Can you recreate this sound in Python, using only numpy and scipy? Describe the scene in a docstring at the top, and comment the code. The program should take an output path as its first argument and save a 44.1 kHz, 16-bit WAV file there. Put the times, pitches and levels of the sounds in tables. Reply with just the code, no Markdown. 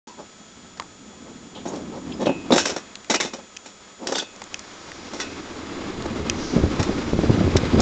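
"""A sled rolls down a steel trough on a grassy slope, heard from the rider's seat.
At first it jolts over seams: the hollow shell thumps, loose fittings chatter, a steel part rings on.
Grit ticks, plastic clacks, and the runners squeak and skim the wall. As it gathers speed the wheels
rumble, the sheet hisses and wind buffets the microphone, over a camera's faint hiss and whine."""
import sys
import numpy as np
from scipy import signal
from scipy.fft import rfft, irfft
from scipy.io import wavfile

SR = 44100
rng = np.random.default_rng(int(sys.argv[2]) if len(sys.argv) > 2 else 0)


def store_wav(level_fs):
    """Save 16-bit WAV to argv[1]."""
    pcm = np.round(np.clip(np.atleast_2d(level_fs), -1, 1) * 32767)
    wavfile.write(sys.argv[1], SR, pcm.T.astype(np.int16))


N = 344421
TIME = np.arange(N) / SR


def rolling(uneven_db=2.0, gritty_db=1.62, hiss_gain_db=3.0):
    """Wheels on uneven steel sheet: a hollow rumble and a gritty hiss that swell on the same bumps."""
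    # level curves of the run: time_s, rumble_db, relative_hiss_db
    run_levels = [(0.25, -54.5, -53), (1.09, -47, -53), (2.12, -34, -45), (2.58, -34.5, -43.5),
                  (2.86, -50.5, -45), (3.11, -58, -50), (3.24, -38, -45), (3.49, -60, -52),
                  (3.95, -59, -49), (4.19, -53, -53), (4.48, -51, -46), (4.96, -44.5, -45),
                  (5.35, -37.5, -43), (5.77, -36.5, -42), (6.14, -32.5, -41), (7.14, -28.5, -37.5),
                  (7.3, -34.5, -35.5), (7.81, -25.5, -35)]
    # the sled's pace: time_s, relative_speed
    sled_pace = [(0, 0.75), (1.5, 0.86), (3.0, 0.92), (5.0, 1.036), (7.81, 0.99)]
    # wheel rumble spectrum: frequency_hz, level_db
    rumble_eq = [(25, -23), (50, -19.5), (85, -5.5), (135, -10.5), (230, 1.5), (310, 3), (450, -6.5),
                 (700, -17), (1200, -17), (3000, -68)]
    # sheet hiss spectrum: frequency_hz, level_db
    hiss_eq = [(200, -3), (500, 3), (900, 0.5), (1100, 2), (1290, -1), (1550, -0.5), (2300, -4.5),
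               (3000, -6.5), (4000, -8), (5500, -12.5), (7200, -16), (8500, -33.5)]
    # the sheet singing under the wheels: pitch_hz, width_hz, gain_db
    sheet_modes = [(1283, 33, 1), (2117, 41, -4), (2240, 44, -7), (2480, 13, 2.5), (3410, 230, -9),
                   (3950, 150, -11), (4870, 53, 2)]
    rumble_db, hiss_db = in_time(run_levels)
    speed, = in_time(sled_pace)
    bumps = drift(20)
    # the faster the sled runs over the sheet's ripples, the higher the rumble
    ripples = np.interp(np.cumsum(speed) % N, np.arange(N), colour(noise(), rumble_eq))
    rumble = from_db(rumble_db + uneven_db * bumps) * ripples
    # the hiss opens up fully once the sled is under way
    under_way = np.interp(TIME, [1.0, 3.9, 5.0], [.55, .6, 1])
    hiss_level = under_way * from_db(hiss_db + hiss_gain_db + gritty_db * bumps)
    grit = hiss_level * grains(per_s=9000, spread_db=1.5)
    return rumble + colour(grit, hiss_eq, sheet_modes)


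def jolts(top_pitch_hz=501, db_per_octave=64, knock_lag_s=.004, knock_over_db=7):
    """Each seam or bump shakes the sled abruptly and knocks one loose fitting."""
    # seams and bumps: start_s, thump_db, chatter_db, t60_s
    jolt_cues = [(0.072, -41.5, -45, 0.18), (.769, -40, -43, 0.044), (1.653, -26.5, -41.5, 0.34),
                 (2.256, -18, -33, 0.052), (2.267, -12, -37, .08), (2.289, -14, -44.5, 0.14),
                 (2.504, -10, -31, 0.075), (2.52, -10.5, -21, .2), (2.557, -10.5, -21, 0.094),
                 (2.576, -22, -18, 0.21), (2.652, -24.5, -18.5, 0.17), (2.693, -25, -30, 0.21),
                 (2.761, -24.5, -27, 0.099), (3.096, -17, -17.5, 0.18), (3.139, -15, -16, 0.099),
                 (3.199, -25, -19, 0.19), (3.245, -27.5, -33, 0.15), (3.331, -28, -33.5, 0.12),
                 (3.384, -36.5, -50, 0.13), (3.655, -43.5, -39.5, 0.18), (4.067, -31, -25.5, 0.096),
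                 (4.086, -27.5, -33.5, 0.24), (4.119, -21, -26.5, 0.11), (4.15, -26, -25, 0.2),
                 (4.178, -29, -25, .12), (4.221, -25.5, -34.5, 0.047), (5.131, -31, -35, .25),
                 (5.197, -42, -25, 0.14), (6.055, -19, -38.5, 0.043), (6.792, -17.5, -27.5, 0.13),
                 (6.825, -32, -26, 0.087), (7.562, -40, -18.5, 0.032), (7.799, -9, -22, 0.023)]
    out = np.zeros(N)
    for s, thump_db, chatter_db, t60 in jolt_cues:
        # a softer contact, with less chatter per thump, sounds lower
        pitch = top_pitch_hz * 2 ** (min(chatter_db - thump_db, 0) / db_per_octave)
        add(out, s, shake(thump_db, chatter_db, rise=0.0025, t60=t60, pitch=pitch))
        add(out, s + knock_lag_s, tick(chatter_db + knock_over_db, hz=1440, t60=0.022))
    return out


def drags(pitch_hz=420, pitch_at_db=-27, db_per_octave=39, chatter_db=-18):
    """The shell groans in a slow, dull swell as it drags on the sheet; a heavier drag sounds lower."""
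    # groans of the shell: start_s, level_db, length_s
    drag_cues = [(.17, -34.5, .1), (1.099, -44.5, 0.12), (1.22, -45.5, .2), (1.54, -37.5, 0.11),
                 (1.698, -27.5, 0.19), (1.91, -32.5, .16), (2.186, -20.5, 0.12), (3.985, -32.5, 0.2),
                 (5.167, -33, 0.091)]
    out = np.zeros(N)
    for s, db, length in drag_cues:
        pitch = pitch_hz * 2 ** ((pitch_at_db - db) / db_per_octave)
        add(out, s, shake(db, db + chatter_db, rise=.3 * length, t60=1.5 * length, pitch=pitch))
    return out


def shake(thump_db, chatter_db, rise, t60, pitch, spot_db=9.0, spot_width_hz=45, chatter_lag_s=0.0034):
    """The hollow shell thumps and the fittings chatter: a few hard knocks in a dense run of contacts."""
    # thump spectrum: pitch_ratio, level_db
    thump_eq = [(.15, -33.5), (.3, -15), (.5, -5), (.9, -2), (1.45, -5), (2.4, -12), (3.8, -25), (7.5, -30),
                (20, -61.5)]
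    # shell resonances: pitch_hz, width_hz, gain_db
    shell_modes = [(227, 210, -2), (355, 15, -6), (535, 24, -1.5), (590, 7.7, -15), (870, 50, 0.5)]
    # chatter spectrum: frequency_hz, level_db
    chatter_eq = [(200, -13.5), (700, -21), (1500, 2.5), (2200, -1), (3000, -4.5), (4500, 0), (6000, -1),
                  (7300, -1.5), (8200, -13), (9000, -24.5)]
    # resonances of the fittings: pitch_hz, width_hz, gain_db
    fitting_modes = [(1270, 61, -1), (1500, 54, -9.5), (1900, 89, -2), (2950, 30, 9), (3740, 390, 5.5),
                     (4570, 140, -13), (5500, 180, 9.5), (5890, 99, 0), (6450, 310, -3)]
    # every spot of the sheet answers with resonances of its own
    spot_modes = [(hz, spot_width_hz, spot_db) for hz in rng.uniform(900, 7500, size=9)]
    push = swell(thump_db, rise, t60) * grains(per_s=3000, spread_db=4.0, size=SR // 2)
    knocks = from_db(-5.0) * grains(per_s=220, spread_db=0.5, size=SR // 2)
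    rattle = grains(per_s=3500, spread_db=6.0, size=SR // 2)
    contacts = swell(chatter_db, rise + chatter_lag_s, t60) * rms_one(knocks + rattle)
    thump = colour(push, [(ratio * pitch, db) for ratio, db in thump_eq], shell_modes)
    return thump + colour(contacts, chatter_eq, fitting_modes + spot_modes)


def ticks(t60_at_1khz_s=0.015, shortening=.35):
    """Grit and small parts tick now and then; the higher ones die sooner."""
    # sharp ticks: start_s, peak_db, pitch_hz
    tick_cues = [(0.7982, -12.5, 1140), (0.822, -23, 1250), (1.761, -29, 5450), (2.582, -7, 1500),
                 (2.955, -16.5, 3200), (3.045, -25, 1790), (3.206, -19, 1570), (4.072, -11, 5500),
                 (4.362, -26.5, 5150), (4.418, -19.5, 990), (4.44, -21, 7300), (4.593, -17, 5360),
                 (4.917, -22, 1750), (6.023, -19.5, 4540)]
    out = np.zeros(N)
    for s, db, hz in tick_cues:
        add(out, s, tick(db, hz, t60_at_1khz_s * (1000 / hz) ** shortening))
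    return out


def tick(db, hz, t60, width_share=0.48, crack_db=-17.0, top_hz=7400):
    """A very short crackle, strongest around the pitch of the part that is hit."""
    t = TIME[:2048]
    force = rng.standard_normal(len(t)) * np.exp(-np.log(1000) * t / t60)
    crackle = resonate(force, hz, width_share * hz) + from_db(crack_db) * force
    top_cut = signal.butter(8, top_hz, fs=SR, output="sos")
    return signal.sosfilt(top_cut, from_db(db) * crackle / np.abs(crackle).max())


def struck_parts():
    """Steel sings on after the harder blows; plastic gives a short hollow clack."""
    # blows on a steel part: start_s, level_db
    ring_cues = [(2.266, -33), (2.577, -33.5), (3.143, -34.5), (4.199, -43.5), (5.213, -39.5)]
    # the steel's modes: pitch_hz, level_db, t60_s
    steel_modes = [(2514, -2.5, 0.72), (2620, 0, 0.52), (2860, -3.5, 0.31)]
    # knocks on hard plastic close by: start_s, level_db, brightness_db_per_octave
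    clack_cues = [(3.566, -32, -3), (3.570, -26, -0.5), (4.543, -18.5, -2.5), (6.298, -10.5, 0.5)]
    # the plastic's modes: pitch_hz, level_db, t60_s
    plastic_modes = [(1750, -6.5, 0.0055), (2556, -2.5, 0.017), (3130, -2, 0.012), (5110, -0.5, 0.0075),
                     (5830, -2, 0.012), (6530, 2, 0.0065)]
    out = np.zeros(N)
    for s, db in ring_cues:
        add(out, s, from_db(db) * ringing(steel_modes))
    for s, db, tilt in clack_cues:
        tilted = [(hz, db + level + tilt * np.log2(hz / 4000), t60) for hz, level, t60 in plastic_modes]
        add(out, s, ringing(tilted))
    return out


def squeaks(rise_s=0.0063):
    """A runner sticks and slips on the steel, feeding one resonance."""
    # runner squeaks: start_s, level_db, t60_s, pitch_hz, width_hz
    squeak_cues = [(.08, -41, 0.26, 986, 90), (.80, -37.5, 0.17, 990, 400), (1.545, -42, 0.4, 3160, 1200),
                   (1.677, -37, 0.096, 6700, 900), (2.117, -36, 0.054, 2980, 1200),
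                   (2.13, -46, 0.19, 5070, 99), (2.255, -30.5, 0.17, 3120, 1200),
                   (2.517, -19, 0.081, 3770, 503), (3.161, -35, 0.23, 2870, 120),
                   (4.145, -25.5, 0.27, 3490, 400), (4.192, -21.5, 0.048, 3390, 400),
                   (5.204, -26.5, 0.069, 5800, 600)]
    out = np.zeros(N)
    for s, db, t60, hz, width in squeak_cues:
        friction = rng.standard_normal(SR // 2)
        tone = resonate(resonate(friction, hz, width), hz, width)
        add(out, s, swell(db, rise_s, t60) * rms_one(tone))
    return out


def wall_skims():
    """A runner skims the wall in smooth swells of bright hiss."""
    # brushes with the wall: centre_s, level_db, half_length_s
    skim_cues = [(5.076, -49, 0.59), (6.47, -39.5, 0.1), (7.0, -48, .55)]
    # skim spectrum: frequency_hz, level_db
    skim_eq = [(1500, -29), (3500, -5.5), (4700, -3), (5800, 0.5), (7000, -9.5), (8500, -39.5)]
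    contact = sum(from_db(db) * np.exp(-((TIME - s) / half) ** 2) for s, db, half in skim_cues)
    return colour(contact * noise(), skim_eq)


def wind(lumpy_db=3.5, flutter_gain_db=0.5, lead_s=0.012, slap_front_s=0.00057, slap_decay_s=0.00082,
         deep_offset_db=-3.5, deep_top_db=-39):
    """Turbulence flutters on the microphone and swells into buffets, each with one slapping eddy."""
    # flutter curve: time_s, relative_level_db
    airflow = [(0.25, -69), (2.4, -59), (2.63, -69), (3.79, -81), (5.87, -46.5), (6.04, -37), (6.63, -39.5),
               (6.71, -33.5), (7.16, -32.5), (7.34, -21.5), (7.81, -29.5)]
    # buffets: slap_time_s, slap_db, buffet_db, buffet_t60_s
    buffet_cues = [(6.191, -22, -25.5, 0.43), (6.536, -15, -20.5, 0.13), (6.567, -4, -12, 0.23),
                   (6.638, -15, -10.5, 0.13), (6.799, -8.5, -19, 0.21), (6.895, -12, -16, 0.062),
                   (7.134, 1, -20.5, 0.3), (7.191, 3.5, -17, .15), (7.236, -2.5, -14, 0.037),
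                   (7.297, 2.5, -13, 0.13), (7.409, -4, -13.5, 0.18), (7.478, -3, -22.5, .08),
                   (7.558, 4.5, -9, 0.04), (7.635, -8, -17.5, 0.13), (7.737, -22, -12.5, 0.99),
                   (7.799, 3, -11.5, .33)]
    # flutter and buffet spectrum: frequency_hz, level_db
    wind_eq = [(15, -15), (40, -22), (80, 2.5), (130, -4.5), (220, -3.5), (400, -8.5), (700, -23.5),
               (1300, -41), (4000, -70)]
    # spectrum of the deepest eddies: frequency_hz, level_db
    deep_eq = [(15, -3.5), (35, -3.5), (70, -2.5), (120, -19.5), (300, -64)]
    flutter_db, = in_time(airflow)
    power = from_db(flutter_db + flutter_gain_db + lumpy_db * drift(17.0)) ** 2
    slaps = np.zeros(N)
    for s, slap_db, buffet_db, t60 in buffet_cues:
        # the buffet builds just ahead of its slap, an instant's push and pull
        add(power, s - lead_s, swell(buffet_db, rise=0.013, t60=t60) ** 2)
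        push_pull = np.tanh((s - TIME) / slap_front_s)
        spike = np.exp(-np.minimum(np.abs(s - TIME) / slap_decay_s, 100))
        slaps += from_db(slap_db) * push_pull * spike
    # the deepest eddies grow with the flutter, up to a ceiling
    deep = from_db(np.minimum(flutter_db + deep_offset_db, deep_top_db)) * colour(noise(), deep_eq)
    turbulence = np.sqrt(power) * grains(per_s=1200, spread_db=3.7)
    return colour(turbulence, wind_eq) + slaps + deep


def camera(hiss_db=-50.5, waver_hz=29.6):
    """A bed of steady hiss with the camera's thin, wavering whine."""
    # whine partials: pitch_hz, wander_hz, level_db
    whine_tones = [(1294, 25, -58.5), (3300, 25, -60.5), (3430, 40, -62), (6800, 1.7, -60.5),
                   (7003, 3.4, -54)]
    # hiss spectrum: frequency_hz, level_db
    hiss_eq = [(15, -49.5), (25, -39.5), (76, -12), (158, -21), (202, -1.5), (272, -30), (356, -11),
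               (1100, -20), (1280, -19), (1450, -18), (2810, -20.5), (3420, -20.5), (5190, -19.5),
               (6810, -17.5), (8920, -35.5), (11600, -58), (19600, -120)]
    whine = sum(from_db(db) * np.sin(2 * np.pi * np.cumsum(hz + wander_hz * drift(waver_hz)) / SR)
                for hz, wander_hz, db in whine_tones)
    return from_db(hiss_db) * colour(noise(), hiss_eq) + whine


def from_db(db):
    """Decibels to gain."""
    return 10 ** (np.asarray(db) / 20)


def rms_one(x):
    """Scale to unit power."""
    return x / np.sqrt(np.mean(x ** 2) + 1e-20)


def in_time(rows):
    """Each column of a curve at every sample."""
    s, *columns = np.transpose(rows)
    return [np.interp(TIME, s, c) for c in columns]


def noise():
    """White noise."""
    return rng.standard_normal(N)


def grains(per_s, spread_db, size=N):
    """Random tiny contacts of uneven strength; unit power."""
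    sizes = from_db(spread_db * np.minimum(rng.exponential(1, size), 3)) * rng.choice([-1, 1], size)
    return rms_one(sizes * (rng.random(size) < per_s / SR))


def drift(rate):
    """Slow random wander of spread 1."""
    r = np.exp(-80 * np.pi * rate / SR)
    slow = signal.lfilter([1], [1, -2 * r, r * r], rng.standard_normal(N // 40 + 2002))[2000:]
    return np.interp(np.arange(N) / 40, np.arange(len(slow)), rms_one(slow))


def swell(db, rise, t60):
    """Half a second of envelope that builds up and dies away."""
    t = TIME[:SR // 2]
    return from_db(db) * np.minimum(t / rise, 1) * np.exp(-np.log(1000) * np.maximum(t - rise, 0) / t60)


def ringing(modes):
    """One second of a struck part's decaying modes."""
    t = TIME[:SR]
    return sum((-1) ** k * from_db(db) * np.sin(2 * np.pi * hz * t) * np.exp(-np.log(1000) * t / t60)
               for k, (hz, db, t60) in enumerate(modes))


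def resonate(x, hz, width):
    """A resonance with gain 1 at its peak."""
    r = np.exp(-np.pi * width / SR)
    feedback = [1, -2 * r * np.cos(2 * np.pi * hz / SR), r * r]
    return signal.lfilter(np.array([1, 0, -1]) * (1 - r * r) / 2, feedback, x + 1e-18)


def response(spectrum, size=4096):
    """Causal impulse response of unit energy with the given spectrum."""
    hz, db = np.transpose(spectrum)
    grid = np.maximum(np.arange(size // 2 + 1) * SR / size, 1)
    cepstrum = irfft(np.log(from_db(np.interp(np.log(grid), np.log(hz), db))))
    h = irfft(np.exp(rfft(2 * cepstrum[:size // 2], size)))
    return h / np.linalg.norm(h)


def colour(x, spectrum, modes=()):
    """Pass a force through a body: a broad spectrum with resonances standing on it; power is kept."""
    h = response(spectrum)
    h = h + sum(from_db(db) * resonate(h, hz, width) for hz, width, db in modes)
    return signal.fftconvolve(x, h / np.linalg.norm(h))[:len(x)]


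def add(out, s, sound):
    """Mix a sound in at its time."""
    at = int(s * SR)
    out[at:at + len(sound)] += sound[:max(N - at, 0)]


def scene():
    """Everything is close and dry in the open air, in mono."""
    sled = jolts() + drags() + squeaks() + ticks() + struck_parts() + rolling() + wall_skims()
    return (sled + wind() + camera())[None]


def record(dry, start_s=.071, ceiling=.9, cutoff_hz=9600):
    """The sound opens after a moment of silence, with its peaks rounded and its top cut."""
    rounded = ceiling * np.tanh(dry / ceiling) * (TIME > start_s)
    return signal.sosfilt(signal.cheby2(16, 70, cutoff_hz, fs=SR, output="sos"), rounded)


dry = scene()
out = record(dry)
store_wav(out)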